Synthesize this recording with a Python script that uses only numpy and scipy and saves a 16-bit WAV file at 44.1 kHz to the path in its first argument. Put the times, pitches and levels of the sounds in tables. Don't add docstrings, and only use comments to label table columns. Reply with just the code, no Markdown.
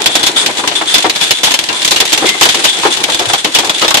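import sys
import numpy as np
from scipy import signal
from scipy.fft import rfft, irfft, next_fast_len
from scipy.io import wavfile
from scipy.ndimage import map_coordinates

SR = 44100
rng = np.random.default_rng(int(sys.argv[2]) if len(sys.argv) > 2 else 0)


def store_wav(level_fs):
    pcm = np.round(np.clip(np.atleast_2d(level_fs), -1, 1) * 32767)
    wavfile.write(sys.argv[1], SR, pcm.T.astype(np.int16))


N = 176400


def windshield():
    # t/s, level/dB, knock/dB, crack/dB, ring f/Hz, t60/s, left over right/dB
    strikes = [(0.0179, -9, -17, -4.5, 3540, 0.043, -2), (0.0591, 5, -24, -9, 3430, 0.096, -1),
               (0.1532, 2, -9, -7, 3580, 0.1, -0.5), (0.2309, -3, -12, -10, 4050, 0.081, 0.5),
               (0.2378, -3, -8.5, -11, 3470, 0.058, 1), (0.2671, 0.5, -31, -7.5, 3480, 0.11, 1.0),
               (0.4607, -0.5, -27, -9, 2990, 0.088, -1), (0.6749, -3, -7, -8.5, 3000, 0.096, 1.0),
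               (0.7134, -11, -5, -35, 3300, 0.12, 3.0), (0.9415, 8.5, -22, -12.5, 3540, 0.12, -2),
               (0.9812, -0.5, -12, -9, 3440, 0.089, -1.5), (1.0966, 2.5, -37, -11, 3960, 0.072, -2),
               (1.1588, -5.5, -9, -11, 3560, 0.094, -0.5), (1.2108, -4.5, -14, -11.5, 3500, 0.23, 1),
               (1.3078, 7, -18.5, -9, 2930, 0.08, -2), (1.4325, -2.5, -7.5, -7.5, 3480, 0.15, -0.5),
               (1.4388, -2, -15, -5.5, 2950, 0.2, 1), (1.4703, -4, -5.5, -13, 3470, 0.13, -1),
               (1.508, -3, -9, -9, 3220, 0.058, 0), (1.5164, -3.5, -19, -7, 3130, 0.078, -1),
               (1.5396, 0.5, -11.5, -7, 3100, 0.093, 0.5), (1.5896, -1, -30, -8.5, 3300, 0.07, 1.5),
               (1.6386, -7, -12, -7, 2960, 0.051, -1.0), (1.6875, -5.5, -23, -17, 2800, 0.13, 1.5),
               (1.8181, -8, -21, -11, 3620, 0.1, 0), (1.8475, -2, -31, -3, 3160, 0.084, 0),
               (1.8765, -3, -27, -5, 3460, 0.086, 0), (1.9086, -6, -27, -2, 3640, 0.12, 4),
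               (1.9149, -0.5, -9, -7, 3900, 0.12, -1), (1.9607, -2, -22, -12, 2850, 0.17, -1),
               (2.0021, 7, -16, -10, 3580, 0.088, -1), (2.0528, -6, -21, -6, 3700, 0.085, -1),
               (2.1204, -6, -10, -8, 3140, 0.086, 0.0), (2.1287, 5, -18, -6.5, 3180, 0.082, 0.0),
               (2.1754, -4, -9.5, -6.5, 2740, 0.12, -1.5), (2.2558, -6, -14, -13, 3450, 0.23, 0),
               (2.2897, 1.5, -35, -9, 3100, 0.081, 0), (2.4111, 3.5, -8, -5, 3320, 0.066, -2),
               (2.4219, 3, -22, -10, 3040, 0.089, 0.5), (2.4307, 7.5, -30, -6.5, 3030, 0.077, 5),
               (2.454, 5, -4.5, -9.5, 3040, 0.076, -1), (2.489, 3, -22, -11, 3130, 0.13, 2),
               (2.545, -1.5, -8, -8.5, 3000, 0.086, 0), (2.6416, -0.5, -13, -4.5, 3840, 0.12, 2),
               (2.6517, 2.5, -17, -11, 2820, 0.1, 0), (2.9702, -10, -8, -7, 3520, 0.11, 3),
               (3.039, 1.5, -14, -9, 3140, 0.061, -1), (3.1452, -3.5, -9, -4.5, 3320, 0.051, -1),
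               (3.1937, -6, -8.5, -8, 3330, 0.097, 0), (3.3339, -1, -6.5, -9.5, 3180, 0.13, -0.5),
               (3.4459, 0.5, -16, -12.5, 3100, 0.087, 0), (3.5488, 2.5, -27, -4.5, 3500, 0.056, 3),
               (3.5554, 2, -12.5, -15, 2920, 0.12, -1), (3.5865, -0.5, -5.5, -7.5, 3250, 0.1, 0.5),
               (3.6456, -10.5, -6, -6.5, 3500, 0.19, -0.5), (3.695, -0.5, -8, -10.5, 3400, 0.1, 0.5),
               (3.8158, -3, -14, -14, 2930, 0.14, 0.5), (3.8454, -4, -6, -17, 3330, 0.14, -1),
               (3.8799, -1.5, -8.5, -9.5, 3750, 0.089, -1), (3.906, -4, -14, -7, 3330, 0.097, -2),
               (3.9424, 7, -8, -8, 3250, 0.078, 1.0), (3.9707, 1, -9.5, -9.5, 3130, 0.12, 0.5)]
    # f/Hz, level/dB
    glass_colour = [(600, -9.5), (1300, -10.5), (2100, -4), (2700, -3), (3300, -2.5), (3800, -1.5),
                    (4500, -4.5), (6000, -13), (12000, -41)]
    # f/Hz, level/dB
    knock_colour = [(25, -50), (100, -35), (220, -9), (330, 3), (520, 1.5), (850, 5.5), (1400, -1),
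                    (2400, -5.5), (6000, -50)]
    # f/Hz, level/dB
    crack_colour = [(2000, -14.5), (3800, -3), (5000, -1.5), (7000, -0.5), (9000, -7.5), (12000, -11.5),
                    (15000, -25)]
    rise_s, chirp_hz, chirp_s = 0.00049, 6580, 0.00395
    out = np.zeros((2, N))
    for start, db, knock_db, crack_db, ring_hz, t60, pan_db in strikes:
        body = burst(glass_colour, rise_s, t60)
        snap = amp(-4.5) * burst(glass_colour, rise_s / 2, t60=0.029)
        ring = amp(-5) * burst(resonance(ring_hz, width_hz=280), rise_s, t60)
        knock = amp(knock_db + 4) * burst(knock_colour, 2 * rise_s, 0.96 * t60)
        crack = amp(crack_db + 6.5) * burst(crack_colour, rise_s, 0.77 * t60)
        t = np.arange(body.shape[1]) / SR
        travel = np.exp(0.3 * rng.standard_normal((2, 1)))
        pitch = np.exp(0.15 * rng.standard_normal((2, 1)))
        phase = 2 * np.pi * chirp_hz * pitch * t / (1 + t / (chirp_s * travel))
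        chirp = amp(-0.5) * np.sin(phase) * fade(t, rise_s / 2, t60=0.013)
        hit = body + snap + ring + knock + crack + chirp
        pan = amp([[pan_db / 2], [-pan_db / 2]])
        add(out, start, amp(db - 4) * hit * pan)
    return out


def roof():
    # t/s, level/dB, boom/dB, knock f/Hz, boom f/Hz, t60/s
    thuds = [(0.001, -13, -1, 855, 400, 0.12), (0.291, -12, 0, 964, 355, 0.13),
             (0.587, -10.5, 1, 846, 340, 0.22), (0.638, -3.5, -1, 994, 305, 0.079),
             (0.811, -1, -12, 833, 338, 0.11), (1.043, 4.5, -5, 740, 440, 0.12),
             (1.051, -1.5, 1.5, 860, 312, 0.12), (1.7, -11, -4, 1030, 386, 0.31),
             (1.924, -12.5, 0.5, 1220, 412, 0.19), (2.024, -7, 0, 756, 464, 0.12),
             (2.221, -5.5, 7, 786, 377, 0.15), (2.242, -2, 5.5, 795, 366, 0.077),
             (2.343, -10.5, -3, 789, 338, 0.18), (2.414, 4, -5, 1105, 300, 0.13),
             (2.453, -5.5, -0.5, 745, 493, 0.15), (2.647, 3.5, -12, 890, 302, 0.069),
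             (2.833, -3.5, -3, 954, 324, 0.17), (2.851, 8.5, 0, 850, 340, 0.1),
             (3.013, -10, 2.5, 864, 340, 0.1), (3.086, -5.5, 1, 855, 360, 0.14),
             (3.199, -7.5, 0, 710, 400, 0.34), (3.297, -5, -6, 806, 346, 0.13),
             (3.337, 1.5, -9, 785, 320, 0.072), (3.449, -7, 2, 892, 317, 0.16),
             (3.63, -6.5, -5.5, 767, 325, 0.14), (3.824, 0, -2, 1263, 347, 0.13),
             (3.909, -1, -12, 1096, 303, 0.1)]
    # f/Hz, level/dB
    knock_colour = [(100, -27), (400, -19), (650, -4.5), (830, -1), (1200, -2), (1700, -6.5), (3200, -13.5),
                    (6000, -22), (12000, -57)]
    # f/Hz, level/dB
    boom_colour = [(25, -10), (90, -13), (180, -12.5), (260, -9), (325, -8.5), (400, -3.5), (520, -1),
                   (900, -35), (3000, -57)]
    rise_s = 0.0013
    out = np.zeros((2, N))
    for start, db, boom_db, knock_hz, boom_hz, t60 in thuds:
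        knock = burst(knock_colour, rise_s, t60)
        knock += amp(-4.5) * burst(resonance(knock_hz, width_hz=77), rise_s, t60)
        boom = amp(-4.5) * burst(boom_colour, 2 * rise_s, 1.2 * t60)
        boom += amp(-7.5) * burst(resonance(boom_hz, width_hz=70), 2 * rise_s, 1.42 * t60)
        add(out, start, amp(db - 6.5) * (knock + amp(boom_db) * boom))
    return out


def far_panes():
    # t/s, level/dB, splash/dB, rise/s, t60/s
    hits = [(0.0144, -14, -20, 0.0083, 0.25), (0.0944, -8.5, -3.5, 0.0085, 0.4),
            (0.1244, -9, -12, 0.009, 0.43), (0.1844, -8, -10, 0.009, 0.22),
            (0.2269, -1.5, -5, 0.0056, 0.14), (0.3604, 3, -3, 0.0063, 0.2),
            (0.3802, -2.5, 0.5, 0.009, 0.22), (0.4044, -9.5, 5, 0.009, 0.2), (0.5841, -11, 3, 0.0074, 0.18),
            (0.7508, -1, -5, 0.007, 0.23), (0.8674, -6, -3.5, 0.0085, 0.46), (0.9044, -9.5, 2, 0.009, 0.34),
            (1.0194, -11.5, -10, 0.011, 0.34), (1.2201, -4.5, -1, 0.0054, 0.16),
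            (1.2444, -10, -5, 0.0082, 0.25), (1.3414, -6, -8, 0.009, 0.35), (1.4591, -2.5, -3, 0.009, 0.2),
            (1.4894, -6, -5, 0.009, 0.16), (1.7404, -12, -0.5, 0.0072, 0.75),
            (2.0744, -11, -19, 0.009, 0.34), (2.1994, -9.5, 1, 0.012, 0.41),
            (2.2614, -6.5, 4.5, 0.009, 0.1), (2.3544, -19, -15, 0.009, 0.25),
            (2.582, -15, 7.5, 0.009, 0.31), (2.6814, 1.5, -13, 0.0039, 0.18), (2.7277, -3, -4, 0.0076, 0.2),
            (2.9023, -3, -1, 0.0057, 0.17), (2.9387, -28, -7, 0.0074, 0.16),
            (3.1174, -3.5, -11, 0.007, 0.23), (3.1344, -12, -13, 0.009, 0.14),
            (3.2844, -5.5, 0.5, 0.0063, 0.2), (3.3744, -4.5, -0.5, 0.008, 0.14),
            (3.5365, -3.5, -1.5, 0.009, 0.23), (3.7414, -3, -8, 0.0059, 0.14)]
    # f/Hz, width/Hz, level/dB
    pane_modes = [(3420, 100, -5), (3550, 100, -1), (3450, 750, 1.5)]
    # f/Hz, level/dB
    splash_colour = [(500, -17), (1400, 3), (2200, 0), (3200, -3), (4600, 2), (5600, -4.5), (7200, -1),
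                     (8600, 0.5), (10500, -7.5), (14000, -46)]

    def pane_colour(hz):
        return sum(amp(db) * resonance(centre, width)(hz) for centre, width, db in pane_modes)

    out = np.zeros((2, N))
    for start, db, splash_db, rise_s, t60 in hits:
        ring = burst(pane_colour, rise_s, t60)
        splash = amp(splash_db) * burst(splash_colour, rise_s, t60)
        add(out, start, amp(db - 6) * (ring + splash))
    return out


def body_pings():
    # t/s, level/dB, f/Hz, width/Hz, t60/s
    pings = [(2.272, -9, 2100, 110, 0.31), (2.915, -24.5, 1080, 25, 0.47), (3.266, -23, 112, 25, 0.23)]
    out = np.zeros((2, N))
    for start, db, centre_hz, width_hz, t60 in pings:
        add(out, start, amp(db) * burst(resonance(centre_hz, width_hz), rise_s=0.0053, t60=t60))
    return out


def patter(spots=12, drops_per_s=220, spread_db=6.5):
    # t/s, level/dB
    shower = [(0.0, -25.5), (0.29, -14.5), (0.4, -20), (0.71, -18), (0.82, -22), (1.02, -14), (1.12, -18.5),
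              (1.26, -12.5), (1.4, -19), (1.54, -19), (1.98, -16.5), (2.56, -12.5), (2.94, -14),
              (3.27, -16), (3.41, -19.5), (3.58, -19), (3.8, -16.5), (4.0, -20.5)]
    # f/Hz, level/dB
    colour = [(300, -39), (1000, -13), (1600, -4), (2300, -2), (3000, 1), (3450, 3), (4000, 1.5),
              (5200, -6), (7200, -4.5), (9000, -8), (11500, -17), (14000, -47)]
    ticks = np.zeros((2, N))
    for _ in range(spots):
        lands = rng.random(N) < drops_per_s / spots / SR
        drops = lands * amp(spread_db * np.clip(rng.standard_normal(N), -2, 2))
        tick = burst(colour, rise_s=0.00041, t60=0.062)
        ticks += signal.oaconvolve(drops[None], tick, axes=1)[:, :N]
    wash = cabin_noise(colour, size=N)
    return level(shower) * (amp(-2.5) * unit(ticks) + amp(-6.5) * wash)


def road_roar(flutters_per_s=40, flutter_db=2.8):
    # t/s, level/dB
    swells = [(0.0, -22.5), (0.53, -22.5), (0.66, -25.5), (1.53, -27.5), (1.67, -24.5), (2.1, -26),
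              (2.25, -19), (2.36, -26.5), (2.58, -21.5), (3.16, -24), (3.42, -29), (3.61, -23),
              (3.77, -23.5), (4.0, -33)]
    # f/Hz, level/dB
    colour = [(25, -34), (60, -26), (110, -5.5), (170, -6.5), (270, -1), (325, -1.5), (400, 0.5),
              (600, -3.5), (820, 0.5), (1050, -5.5), (1400, -9), (2500, -8), (6000, -48)]
    position = np.arange(N) * flutters_per_s / SR
    flutter = map_coordinates(rng.standard_normal(N // 100), [position], mode="mirror")
    roar = cabin_noise(colour, size=N) * amp(flutter_db * flutter)
    return level(swells) * unit(roar)


def cabin(x):
    # f/Hz, width/Hz, level/dB
    modes = [(324, 30, -2), (984, 45, -7), (3417, 80, -9), (3540, 80, -10)]
    size = next_fast_len(N + SR // 2)
    hz = np.fft.rfftfreq(size, 1 / SR)
    ringing = sum(amp(db) * 1j * hz * width / (centre ** 2 - hz ** 2 + 1j * hz * width)
                  for centre, width, db in modes)
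    return irfft(rfft(x, size) * (1 + ringing), size)[:, :N]


def cabin_noise(colour, size):
    # f/Hz, left-right correlation
    likeness = [(40, -0.59), (130, 0.39), (300, 0.9), (480, 0.73), (760, 0.65), (1150, -0.12),
                (2000, -0.078), (3300, 0), (15000, 0.021)]
    # f/Hz, left over right/dB
    balance = [(60, 1), (300, 4.5), (700, 2.2), (2000, 4.5), (3500, 4.5), (5200, -3), (9000, -3.5),
               (15000, 3)]
    hz = np.fft.rfftfreq(size, 1 / SR)
    gain = colour(hz) if callable(colour) else amp(along(colour, hz))
    width_angle = np.arccos(np.clip(along(likeness, hz), -1, 1)) / 2
    spectra = rfft(rng.standard_normal((2, size))) * gain
    mid, side = spectra * [np.cos(width_angle), np.sin(width_angle)]
    lean = amp(along(balance, hz) / 2)
    return unit(irfft(np.array([(mid + side) * lean, (mid - side) / lean]), size))


def burst(colour, rise_s, t60):
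    ring = cabin_noise(colour, size=8192)
    return ring * fade(np.arange(ring.shape[1]) / SR, rise_s, t60)


def resonance(centre_hz, width_hz):
    return lambda hz: 1 / (1 + (2 * (hz - centre_hz) / width_hz) ** 2)


def fade(t, rise_s, t60):
    return (1 - np.exp(-t / rise_s)) * np.exp(-np.log(1000) * t / t60)


def along(points, hz):
    point_hz, values = np.transpose(points)
    return np.interp(np.log(hz + 1), np.log(point_hz + 1), values)


def level(points):
    return amp(np.interp(np.arange(N) / SR, *np.transpose(points)))


def amp(db):
    return 10 ** (np.asarray(db) / 20)


def unit(x):
    return x / np.sqrt(np.mean(x ** 2) + 1e-20)


def add(out, start_s, sound):
    part = out[:, max(0, round(start_s * SR)):][:, :sound.shape[1]]
    part += sound[:, :part.shape[1]]


def scene():
    return cabin(windshield() + roof() + far_panes() + body_pings() + patter() + road_roar())


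def record(dry):
    duck_above_db, duck_slope, duck_s = -14.5, 0.36, 0.18
    clip_hardness, low_cut_hz, high_cut_hz = 24, 210, 15200
    pole = np.exp(-1 / (duck_s * SR))
    power = signal.lfilter([1 - pole], [1, -pole], np.mean(dry ** 2, axis=0))
    duck = (1 + power / amp(duck_above_db) ** 2) ** (-duck_slope / 2)
    driven = dry * duck * amp(2.5)
    clipped = driven / (1 + np.abs(driven) ** clip_hardness) ** (1 / clip_hardness)
    hz = np.fft.rfftfreq(N, 1 / SR)
    low_cut = np.sqrt(hz / (hz + low_cut_hz))
    high_cut = 1 / (1 + (hz / high_cut_hz) ** 80)
    return irfft(rfft(clipped) * low_cut * high_cut, N)


dry = scene()
out = record(dry)
store_wav(out)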